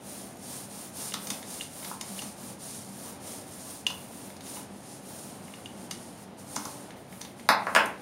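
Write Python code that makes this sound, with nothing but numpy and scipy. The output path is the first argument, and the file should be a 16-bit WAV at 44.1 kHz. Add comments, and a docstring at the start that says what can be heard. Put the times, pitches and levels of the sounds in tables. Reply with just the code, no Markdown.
"""A felt eraser is rubbed to and fro over a whiteboard: two grainy noises that swell with each stroke.
Its hard shell taps the metal frame, clicks and rings, and bumps the board softly; at the end it knocks loudly.
Every blow sets decaying sine waves ringing, some under a short burst of noise.
A fan, made of shaped steady noise, runs in the small hard-walled room, whose echo is fading noise.
One microphone hears it all from a few steps away."""
import sys
import numpy as np
from scipy import signal
from scipy.fft import rfft, irfft, next_fast_len
from scipy.io import wavfile

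SR = 44100
rng = np.random.default_rng(int(sys.argv[2]) if len(sys.argv) > 2 else 0)


def store_wav(level_fs):
    """Save 16-bit WAV to argv[1]."""
    pcm = np.round(np.clip(np.atleast_2d(level_fs), -1, 1) * 32767)
    wavfile.write(sys.argv[1], SR, pcm.T.astype(np.int16))


N = 353241   # length in samples

# Ringing tones of the board. Each row: pitch in Hz, relative level in dB, time to fade by 60 dB in seconds.
BOARD_MODES = [(666, -0.5, 0.011), (865, -4, 0.028), (1042, -1.5, 0.021), (1317, 2, 0.0098),
               (1640, 1.5, 0.0095), (2000, 1.5, 0.0093), (2550, 5.5, 0.0026), (3480, -6, 0.0046),
               (4130, -4, 0.0035), (5300, -10, 0.004)]
# Soft bumps on the board. Each row: start in seconds, knock strength in dB,
# strength in dB of the push that flexes the board.
BUMP_ROWS = [(1.139, -29, -43.5), (1.302, -34, -43), (1.913, -29.5, -62), (2.22, -33.5, -45.5),
             (3.902, -32.5, -60), (4.567, -36.5, -56), (6.5621, -21.5, -42.5), (6.655, -29, -57)]
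# Loud knocks on the board. Each row: start in seconds, ringing strength in dB, crack strength in dB,
# contact cut-off in Hz, strength in dB of the push that flexes the board.
KNOCK_ROWS = [(7.4894, -8.5, -4, 5930, -36.5), (7.6682, -18.5, -30, 1510, -55),
              (7.750, -13.5, -9.5, 5130, -55), (7.7622, -9.5, -9, 3520, -38.5)]


def wiping():
    """Countless felt fibres catch and slip: dense grains whose level follows the stroke and wavers a little."""
    # Colour of the felt on enamel. Each row: pitch in Hz, relative level in dB per Hz.
    hiss_colour = [(1500, -12.5), (3000, -8.5), (4800, -4), (6500, -2), (8000, -1), (10500, -4),
                   (13000, -12.5), (15500, -20.5)]
    # Colour of the board under the felt. Each row: pitch in Hz, relative level in dB per Hz.
    rasp_colour = [(200, 0), (500, 11), (1000, 9.5), (2000, -1.5), (4000, -2.5), (6500, -8), (9000, 1.5)]
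    grain_db = 1.3   # average extra size of a grain
    hiss_gain, rasp_gain = stroking()
    sizes = from_db(grain_db * rng.exponential(1, (2, N)))
    grains = rng.standard_normal((2, N)) * sizes
    hiss_waver_db = .8 * drift(15) + .7 * drift(50)
    rasp_waver_db = 1.2 * drift(12)
    hiss = coloured(grains[0], hiss_colour) * from_db(hiss_waver_db)
    rasp = coloured(grains[1], rasp_colour) * from_db(rasp_waver_db)
    return hiss_gain * hiss + rasp_gain * rasp


def stroking():
    """Each stroke speeds up, then slows down; hiss and rasp grow with speed, overlapping strokes add in power."""
    # Strokes of the felt. Each row: start in seconds, length in seconds, hiss at full speed in dB,
    # share of the stroke spent speeding up, rasp compared with hiss in dB.
    strokes = [(-0.018, 0.43, -47.5, 0.34, -1.5), (0.343, 0.37, -44, 0.57, -4), (0.62, 0.33, -47.5, 0.6, 0),
               (0.9, 0.3, -40.5, 0.4, -3), (1.058, 0.44, -47, 0.6, 3), (1.417, 0.33, -43, 0.35, -4.5),
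               (1.648, 0.39, -46, 0.55, 1.5), (1.94, 0.45, -44, 0.56, -3.5),
               (2.313, 0.29, -48.5, 0.49, -1.5), (2.567, 0.4, -44.5, 0.24, -6.5),
               (2.795, 0.42, -48.5, 0.65, -1), (3.179, 0.3, -45, 0.42, -3.5), (3.31, 0.58, -48, 0.69, -1),
               (3.852, 0.46, -53, 0.07, 2.5), (4.063, 0.42, -52.5, 0.24, 1), (4.392, 0.31, -45.5, 0.39, -3),
               (4.63, 0.23, -57.2, 0.65, -8), (4.763, 0.28, -51, 0.62, -11),
               (4.967, 0.55, -49.5, 0.33, -2.5), (5.369, 0.64, -56, 0.16, -5), (5.698, 0.2, -54, 0.74, -6),
               (5.861, 0.51, -54, 0.14, -8), (6.159, 0.11, -55, 0.49, -2), (6.366, 0.11, -52.5, 0.33, -6),
               (6.409, 0.6, -47.5, 0.25, -3.5), (6.947, 0.15, -63, 0.2, 1), (7.02, 0.39, -57.5, 0.41, 3),
               (7.349, 0.2, -57.5, 0.25, -5), (7.49, 0.5, -54.5, 0.59, -1), (7.857, 0.69, -49, 1, 1)]
    hiss_exponent, rasp_exponent = 1.44, 1.94   # gain grows as speed to these powers
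    rest_db = -80.5   # faint rub between strokes
    t = np.arange(N) / SR
    hiss_power = rasp_power = from_db(2 * rest_db)
    for start, length, level_db, rise, rasp_db in strokes:
        done = np.clip((t - start) / length, 0, 1)
        rise = np.clip(rise, .05, .95)
        speed = np.sin(np.pi / 2 * np.minimum(done / rise, (1 - done) / (1 - rise)))
        hiss_power = hiss_power + (from_db(level_db) * speed ** hiss_exponent) ** 2
        rasp_power = rasp_power + (from_db(level_db + rasp_db) * speed ** rasp_exponent) ** 2
    return np.sqrt(hiss_power), np.sqrt(rasp_power)


def taps():
    """The shell ticks on the metal frame: ringing, a short crack and a soft answer from the board."""
    # Ticks on the frame. Each row: start in seconds, strength in dB, brightest pitch in Hz.
    tap_rows = [(.3561, -56, 12100), (0.369, -52, 11900), (1.122, -43, 3030), (1.138, -27.5, 4800),
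                (1.27, -36.5, 5500), (1.3019, -27.5, 5540), (1.427, -43, 4030), (1.609, -38.5, 3870),
                (1.826, -46, 2950), (1.846, -39.5, 4700), (2.010, -33, 5600), (2.181, -45, 3150),
                (2.191, -51, 5900), (2.219, -40, 5540), (3.866, -29.5, 4770), (3.902, -39.5, 5000),
                (4.2999, -49, 3100), (4.366, -49.5, 5000), (4.406, -44.5, 4930), (4.463, -49, 3200),
                (4.568, -47, 3180), (5.478, -52, 2500), (5.538, -48, 2650), (5.658, -48.5, 5000),
                (5.91, -32.5, 5440), (6.5605, -30, 5600), (6.652, -36.5, 6500), (6.906, -47, 2930),
                (7.127, -49, 2200), (7.2118, -37, 5600), (7.249, -44.5, 3600), (7.396, -48, 2960),
                (7.857, -39, 10300)]
    # Ringing of the metal edge. Each row: pitch in Hz, relative level in dB, time to fade by 60 dB in seconds.
    frame_modes = [(2100, 16.5, 0.0053), (3010, 1, 0.01), (3680, 9, 0.0063), (4370, 1.5, 0.015),
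                   (4970, 5.5, 0.0044), (5740, -6, 0.024), (6250, 11.5, 0.0046), (6490, -9.5, 0.032),
                   (7280, 13, 0.0024), (8570, -1, 0.016), (10150, 4, 0.0071), (11900, 3, .01),
                   (12700, -4, 0.013)]
    loss_db_per_octave = 10   # for tones away from the brightest pitch
    crack_db, board_db = -5, -5   # compared with the tick strength
    s, tick_db, tick_hz = np.transpose(tap_rows)
    octaves = np.log2(np.array(frame_modes)[:, 0] / tick_hz[:, None])
    frame = strike(frame_modes, s, tick_db[:, None] - loss_db_per_octave * np.abs(octaves))
    crack = cracks(s, tick_db + crack_db, .009, low_hz=3500, high_hz=14000)
    board = strike(BOARD_MODES[1:4], s, tick_db + board_db)
    return frame + crack + resonance(board, 950, 600)   # the band rounds the edges


def clicks():
    """The hollow shell clicks and rings; the yielding contact makes it swell over a few cycles."""
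    # Clicks of the shell. Each row: start in seconds, strength in dB before the swell.
    click_rows = [(1.121, -31), (1.599, -37), (1.609, -22.5), (1.845, -42), (2.011, -31.5), (2.191, -25.5),
                  (3.866, -11.5), (4.567, -37.5), (5.479, -46), (5.538, -37), (5.658, -29.5),
                  (5.911, -30.5)]
    # Ringing of the shell. Each row: pitch in Hz, relative level in dB, time to fade by 60 dB in seconds.
    shell_modes = [(2800, 0, .018), (3050, -3, .012), (2500, -9, .01), (3500, -6, .01)]
    rings = strike(shell_modes, *np.transpose(click_rows), contact_s=0)
    return resonance(resonance(rings, 2950, 1200), 2950, 1200)


def bumps():
    """Soft bumps ring three of the board's tones, with rounded edges."""
    s, bump_db, _ = np.transpose(BUMP_ROWS)
    return resonance(strike(BOARD_MODES[1:4], s, bump_db), 950, 600)


def knocks():
    """Flat blows ring all the board's tones under a broad crack; the small board radiates little bass."""
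    s, peak_db, crack_db, cut_hz, _ = np.transpose(KNOCK_ROWS)
    blows = cracks(s, crack_db, .004, low_hz=2500, high_hz=6500)
    for at, level_db, hz in zip(s, peak_db, cut_hz):
        ringing = strike(BOARD_MODES, [at], level_db, contact_s=0)
        blows += signal.lfilter(*signal.butter(2, hz, fs=SR), ringing)   # a lower cut-off is duller
    return signal.sosfilt(signal.butter(2, 450, "high", fs=SR, output="sos"), blows)


def flexing():
    """Bumps and knocks push the whole board, which flexes slowly in the bass."""
    # Flexing of the board. Each row: pitch in Hz, relative level in dB, time to fade by 60 dB in seconds.
    panel_modes = [(208, 1.5, 0.51), (240, 10.5, 0.099), (296, 2.5, 0.39)]
    lag_s = .006   # the push follows the contact
    pushes = [(row[0] + lag_s, row[-1]) for row in BUMP_ROWS + KNOCK_ROWS]
    s, push_db = np.transpose(pushes)
    return resonance(strike(panel_modes, s, push_db), 150, 145)


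def strike(modes, times, peaks_db, contact_s=.005):
    """Each blow rings every tone with its own strength and start; an uneven landing spreads the starts."""
    spread_db = 1.5   # how much strengths vary from blow to blow
    shape, out = (len(times), len(modes)), np.zeros(N)
    starts_s = np.reshape(times, (-1, 1)) + contact_s * rng.random(shape)
    at = (starts_s * SR).astype(int)
    strength_db = np.reshape(peaks_db, (len(at), -1)) + spread_db * rng.standard_normal(shape)
    for k, (hz, level_db, t60) in enumerate(modes):
        impulses = np.zeros(N)
        impulses[at[:, k]] = from_db(strength_db[:, k] + level_db) * (-1) ** k   # signs alternate
        out += ring(impulses, hz, t60)
    return out


def ring(impulses, hz, t60):
    """A unit impulse starts a sine of height about 1 that fades by 60 dB in t60 seconds."""
    r, w = from_db(-60 / (t60 * SR)), 2 * np.pi * hz / SR
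    # the tiny offset avoids extremely small numbers
    return signal.lfilter([0, np.sin(w)], [1, -2 * r * np.cos(w), r * r], impulses + 1e-18)


def cracks(times, peaks_db, t60, low_hz, high_hz):
    """Bursts of random signs die within milliseconds, then a filter keeps a broad band of them."""
    out, size = np.zeros(N), 512
    fade = from_db(-60 * np.arange(size) / SR / t60)
    all_signs = rng.choice([-1, 1], (len(times), size))
    for s, peak_db, signs in zip(times, peaks_db, all_signs):
        start = int(s * SR)
        out[start:start + size] += from_db(peak_db) * fade * signs
    return signal.lfilter(*signal.butter(1, [low_hz, high_hz], "band", fs=SR), out)


def resonance(x, hz, width_hz):
    """Let through a band around one pitch, with gain about 1 at its top."""
    r = np.exp(-np.pi * width_hz / SR)
    feedback = [1, -2 * r * np.cos(2 * np.pi * hz / SR), r * r]
    return signal.lfilter([(1 - r * r) / 2, 0, (r * r - 1) / 2], feedback, x)


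def coloured(x, spectrum):
    """Shape the pitches of a flat noise, then scale it to an rms level of 1."""
    size = next_fast_len(N)
    hz = np.maximum(np.arange(size // 2 + 1) * SR / size, 1)
    shaped = rfft(x, size) * from_db(at_hz(spectrum, hz))
    return rms_one(irfft(shaped, size)[:N])


def drift(rate):
    """Slow random wavering of rms 1: noise smoothed by two equal low-pass steps at about rate Hz."""
    step = 40   # samples between slow points
    r = np.exp(-2 * np.pi * rate * step / SR)
    noise = rng.standard_normal(N // step + 2002)
    slow = signal.lfilter([1], [1, -2 * r, r * r], noise)[2000:]   # skip the start-up
    return np.interp(np.arange(N) / step, np.arange(len(slow)), rms_one(slow))


def from_db(db):
    """Turn decibels into a gain."""
    return 10 ** (np.asarray(db) / 20)


def rms_one(x):
    """Scale to an rms level of 1."""
    return x / np.sqrt(np.mean(x ** 2) + 1e-20)


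def at_hz(points, hz):
    """Read between the rows of a table of Hz and value, on a log-frequency axis."""
    table_hz, values = np.array(points)[:, 0], np.array(points)[:, 1]
    return np.interp(np.log(hz), np.log(table_hz), values)


def room(x):
    """Reflections: half-octave bands of noise, each dying at its own rate, starting after the first wall."""
    # Fading of the echo. Each row: pitch in Hz, time to fade by 60 dB in seconds.
    echo_times = [(400, 0.59), (1060, 0.36), (2790, 0.37), (7350, 0.16)]
    size, gap = SR, int(.002 * SR)   # one second of echo after a 2 ms wait
    t, echo = np.arange(size) / SR, np.zeros(size)
    edges = 125 * 2 ** np.arange(0, 7.3, .5)
    noises = rng.standard_normal((len(edges), size))
    for low, high, noise in zip(edges, edges[1:], noises):
        band = signal.sosfilt(signal.butter(2, [low, high], "band", fs=SR, output="sos"), noise)
        echo += band * from_db(-60 * t / at_hz(echo_times, np.sqrt(low * high)))
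    echo = echo / np.sqrt(np.sum(echo ** 2))
    return signal.fftconvolve(x, np.concatenate([np.zeros(gap), echo]))[:N]


def fan():
    """Steady air noise wavers slowly; some low bands of noise are held up by the room."""
    # Colour of the air noise. Each row: pitch in Hz, relative level in dB per Hz.
    air_colour = [(18, -45), (35, -19.5), (118, -3.5), (227, -1), (295, -2.5), (461, -6.5), (569, -5),
                  (801, -6.5), (889, -8.5), (1040, -13.5), (1860, -19), (3220, -23), (16000, -43)]
    # Low bands held by the room. Each row: pitch in Hz, width in Hz of each of two filter passes, level in dB.
    drone_bands = [(96.4, 7.8, -64), (129.2, 42, -59), (194.4, 14.4, -52.5), (233.5, 30, -55),
                   (275, 20, -57.5)]
    air_db = -47.5
    out = coloured(rng.standard_normal(N), air_colour) * from_db(air_db + drift(1))
    white = rng.standard_normal(N)
    for hz, width_hz, level_db in drone_bands:
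        band = resonance(resonance(white, hz, width_hz), hz, width_hz)
        out += from_db(level_db) * rms_one(band)
    return out


def scene():
    """Eraser and board, direct and reflected, over the fan; both channels carry the one microphone."""
    rub, tap, click, knock = wiping(), taps() + bumps(), clicks(), knocks()
    # share of each sound sent to the room, in dB
    sent = from_db(-12) * rub + from_db(-4) * tap + from_db(-11) * click + from_db(.5) * knock
    direct = rub + tap + click + knock + flexing()
    return np.tile(direct + room(sent) + fan(), (2, 1))


def record(dry):
    """The microphone capsule lifts two treble bands, dips below them and drops deep bass; the top is cut."""
    # Capsule resonances. Each row: pitch in Hz, width in Hz, lift in dB.
    mic_peaks = [(9010, 450, 8), (10200, 2400, 4)]
    # Dip under the resonances: pitch in Hz, width in Hz, share removed.
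    mic_notch = (7940, 1100, 0.51)
    cutoff_hz = 15750
    heard = dry
    for hz, width_hz, lift_db in mic_peaks:
        heard = heard + (from_db(lift_db) - 1) * resonance(dry, hz, width_hz)
    hz, width_hz, share = mic_notch
    heard = heard - share * resonance(heard, hz, width_hz)
    heard = signal.sosfilt(signal.butter(2, 50, "high", fs=SR, output="sos"), heard)
    return signal.sosfilt(signal.ellip(12, .5, 70, cutoff_hz, fs=SR, output="sos"), heard)


dry = scene()
out = record(dry)
store_wav(out)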